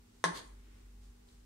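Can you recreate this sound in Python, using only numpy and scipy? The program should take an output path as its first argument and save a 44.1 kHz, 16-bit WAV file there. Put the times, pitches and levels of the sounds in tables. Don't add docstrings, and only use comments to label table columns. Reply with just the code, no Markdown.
import sys
import numpy as np
from scipy import signal
from scipy.fft import rfft, irfft, next_fast_len
from scipy.io import wavfile
from scipy.ndimage import map_coordinates

SR = 44100
rng = np.random.default_rng(int(sys.argv[2]) if len(sys.argv) > 2 else 0)


def store_pcm(level_fs):
    pcm = np.round(np.clip(level_fs, -1, 1) * 32767).astype(np.int16)
    wavfile.write(sys.argv[1], SR, np.atleast_2d(pcm).T)


N = 63945

KNOCK_S = .2402
# frequency in Hz, left-right correlation.
ROOM_COHERENCE = [(120, .99), (250, 0.54), (400, -0.35), (700, -0.49), (1100, 0), (1550, -0.041),
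                  (2300, -.1), (4000, -0.039)]


def amp(db):
    return 10 ** (np.asarray(db) / 20)


def unit(x):
    return x / np.sqrt(np.mean(x ** 2) + 1e-20)


def along(points, hz):
    freqs, values = np.transpose(points)
    return np.interp(np.log(hz + 1), np.log(freqs + 1), values)


def since(start):
    return np.maximum(np.arange(N) / SR - start, 0)


def fade(t, t60):
    return np.exp(-np.log(1000) * t / t60)


def swell(peak_s, rise, fall):
    t = np.arange(N) / SR - peak_s
    return np.exp(-.5 * (t / np.where(t < 0, rise, fall)) ** 2)


def wobble(rate):
    knots = rng.standard_normal(int(N * rate / SR) + 4)
    return map_coordinates(knots, [np.arange(N) * rate / SR])


def grains(rate, scatter_db):
    occurs = rng.random((2, N)) < rate / SR
    return occurs * rng.standard_normal((2, N)) * amp(scatter_db * rng.standard_normal((2, N)))


def filtered(x, response):
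    size = next_fast_len(N + SR // 2)
    return irfft(rfft(x, size) * response(np.fft.rfftfreq(size, 1 / SR)), size)[..., :N]


def coloured(pair, spectrum, coherence):
    def response(hz):
        angle = np.arccos(np.clip(along(coherence, hz), -1, 1)) / 2
        return amp(along(spectrum, hz)) * [np.cos(angle), np.sin(angle)]
    mid, side = filtered(pair, response)
    return unit(np.array([mid + side, mid - side]))


def minimum_phase(spectrum, size=4096):
    cepstrum = irfft(np.log(amp(along(spectrum, np.fft.rfftfreq(size, 1 / SR)))))
    cepstrum[1:size // 2] *= 2
    cepstrum[size // 2 + 1:] = 0
    response = irfft(np.exp(rfft(cepstrum)))
    return response / np.linalg.norm(response)


def appliance_hum(pitch_hz=48.3, waver_rad=.083):
    # time in seconds, level in dB.
    envelope = [(0, -61.5), (.12, -74), (.2, -83), (.29, -68), (.34, -59.5), (.42, -65), (.47, -55.5),
                (.53, -51.5), (.61, -55), (.65, -58.5), (.76, -58), (.85, -54), (.92, -55), (1.1, -53),
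                (1.2, -68), (1.235, -68), (1.27, -62.5), (1.45, -57.5)]
    # frequency in Hz, level in dB.
    overtones = [(96.6, -75.5), (193.5, -78.5), (241.8, -70.5), (317.6, -83), (393, -83.5), (818, -90)]
    t = since(0)
    tone = lambda hz: np.sqrt(2) * np.sin(2 * np.pi * (hz * t + rng.random()) + waver_rad * wobble(14))
    deep = amp(np.interp(t, *np.transpose(envelope))) * tone(pitch_hz)
    return deep + sum(amp(db) * tone(hz) for hz, db in overtones)


def room_noise(level_db=-64):
    # frequency in Hz, relative density in dB.
    spectrum = [(20, -25), (45, -9), (75, -13.5), (104, -17), (135, -25), (230, -23.5), (350, -29),
                (421, -22.5), (598, -35), (826, -33), (2500, -38), (8130, -40), (11000, -45),
                (15500, -47.5)]
    return amp(level_db) * coloured(rng.standard_normal((2, N)), spectrum, ROOM_COHERENCE)


def stirring(push_db=-70):
    # peak time in seconds, level in dB, rise and fall in seconds.
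    strokes = [(.17, -74, 0.051, 0.15), (.78, -74, 0.026, 0.043), (1.035, -70, 0.016, 0.049),
               (1.29, -70, 0.019, 0.071)]
    # frequency in Hz, relative level in dB.
    stroke_spectrum = [(300, 4), (1200, -4.5), (2500, -6), (4000, -1.5), (5500, -5), (8500, -3),
                       (12000, -17), (15000, -23.5)]
    push_spectrum = [(150, -10), (320, 15), (450, 4.5), (600, -2), (1200, -1), (2600, 1.5), (4500, -11),
                     (8000, -14), (13000, -36)]
    rustle = lambda spectrum: coloured(grains(rate=6000, scatter_db=-.5), spectrum, ROOM_COHERENCE)
    push = amp(push_db) * swell(peak_s=.73, rise=.14, fall=.12) * rustle(push_spectrum)
    envelope = sum(amp(db) * swell(peak_s, rise, fall) for peak_s, db, rise, fall in strokes)
    return push + envelope * rustle(stroke_spectrum)


def paddle_crack():
    # frequency in Hz, level before filtering in dB, T60 in seconds.
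    modes = [(470, -22.5, .017), (1060, -19, .022), (1700, -22, .014), (2000, -26, .016),
             (3700, -27.5, .008), (6200, -27, .007), (9200, -28.5, .011)]
    # start in seconds, gain in dB, leftward pan in dB.
    contacts = [(.2402, 0, 1.5), (.2503, -14, 6)]
    band_hz = [275, 8800]
    crack = np.zeros((2, N))
    for start, gain_db, pan_db in contacts:
        t = since(start)
        ring = sum((-1) ** k * amp(db) * fade(t, t60) * np.sin(2 * np.pi * hz * t)
                   for k, (hz, db, t60) in enumerate(modes))
        crack += ring * amp(gain_db + pan_db * np.array([[1], [-1]]))
    return signal.sosfilt(signal.butter(2, band_hz, "bandpass", fs=SR, output="sos"), crack)


def clatter(level_db=-27.5, t60=.11):
    # frequency in Hz, relative level in dB.
    spectrum = [(80, -22.5), (130, -13), (250, -10), (370, -5.5), (490, -5), (640, 0.5), (730, -12.5),
                (930, 1.5), (1300, -5), (1600, 4), (2050, 0), (2280, -11), (2800, -9.5), (3600, -6),
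                (5500, -8), (7800, -13.5), (9300, -9), (10500, -20), (14000, -42)]
    t = since(KNOCK_S)
    burst = rng.standard_normal((2, N)) * (t > 0) * fade(t, t60)
    return amp(level_db) * signal.fftconvolve(burst, minimum_phase(spectrum)[None], axes=1)[:, :N]


def pot_ring(gain_db=-1.5, attack_s=.0039, spread_rad=.81, waver_rad=.19):
    # frequency in Hz, relative level in dB, T60 in seconds.
    modes = [(300, -42, .42), (428, -49, .45), (642, -37.5, .22), (870, -41, .22), (936, -37, .24),
             (1061, -27, .245), (1100, -35, .26), (1741, -31, .16), (1915, -40, .18), (1992, -39, .14),
             (3187, -44, .19), (3954, -44, .15), (5450, -48, .14), (9175, -49, .13)]
    t = since(KNOCK_S)
    ring = np.zeros((2, N))
    for k, (hz, db, t60) in enumerate(modes):
        phase = spread_rad * rng.choice([-1, 1]) * np.array([[1], [-1]]) + waver_rad * wobble(60)
        ring += (-1) ** k * amp(gain_db + db) * fade(t, t60) * np.sin(2 * np.pi * hz * t + phase)
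    return ring * (1 - np.exp(-t / attack_s))


def housing_boom(hz=172.6, level_db=-38.5, rise_s=.025, decay_after_s=.063, t60=.095, waver_rad=.053):
    t = since(KNOCK_S)
    envelope = np.minimum(t / rise_s, 1) * fade(since(KNOCK_S + decay_after_s), t60)
    return amp(level_db) * envelope * np.sin(2 * np.pi * hz * t + waver_rad * wobble(124))


def kitchen(x, delay_s=.006):
    # frequency in Hz, relative level in dB.
    spectrum = [(150, 4.5), (380, 2), (500, -0.5), (700, 2.5), (1050, 1.5), (2000, -1), (4000, 1),
                (9000, -4)]
    # frequency in Hz, T60 in seconds.
    decay_times = [(150, 0.7), (500, 0.48), (2000, 0.42), (5000, 0.31), (9000, 0.58), (15000, .28)]
    diffuse = coloured(rng.standard_normal((2, N)), spectrum, ROOM_COHERENCE)
    hz, t, bands = signal.stft(diffuse, SR, nperseg=256)
    tail = signal.istft(bands * fade(t, along(decay_times, hz)[:, None]), SR, nperseg=256)[1]
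    tail = np.pad(tail / np.linalg.norm(tail[0]), ((0, 0), (round(delay_s * SR), 0)))
    return signal.fftconvolve(x, tail, axes=1)[:, :N]


def scrape(level_db=-44.5):
    # frequency in Hz, relative level in dB.
    wall = [(150, -6), (420, 3.5), (750, -6.5), (1000, 5), (1400, -2.5), (2000, 1.5), (2450, -7),
            (2950, -4.5), (3300, 1), (4000, -2), (4550, 3.5), (5600, -9), (6400, -5), (7600, -8.5),
            (9200, -9), (12000, -16), (15000, -32)]
    slips = coloured(grains(rate=8600, scatter_db=3), wall, coherence=[(300, .94), (1500, .15), (6000, .25)])
    return amp(level_db) * swell(peak_s=.3681, rise=.016, fall=.021) * slips


def grain_ticks(t60=.028, relative_width=.25):
    # start in seconds, level in dB, centre frequency in Hz.
    releases = [(0.4765, -60.5, 7500), (.86, -68, 1680), (1.286, -65, 4000)]
    ticks = np.zeros((2, N))
    for start, db, centre_hz in releases:
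        t = since(start)
        band = lambda hz: np.exp(-.5 * ((hz / centre_hz - 1) / relative_width) ** 2)
        noise = unit(filtered(rng.standard_normal((2, N)), band))
        ticks += amp(db) * noise * (t > 0) * fade(t, t60)
    return ticks


def scene(knock_send_db=-8, scrape_send_db=-6.5):
    background = appliance_hum() + room_noise()
    rice = stirring() + grain_ticks()
    knock = paddle_crack() + clatter()
    ringing = pot_ring() + housing_boom()
    slide = scrape()
    reverberation = kitchen(amp(knock_send_db) * knock + amp(scrape_send_db) * slide)
    return background + rice + knock + ringing + slide + reverberation


def record(dry):
    return filtered(dry, lambda hz: hz < 15700)


dry = scene()
out = record(dry)
store_pcm(out)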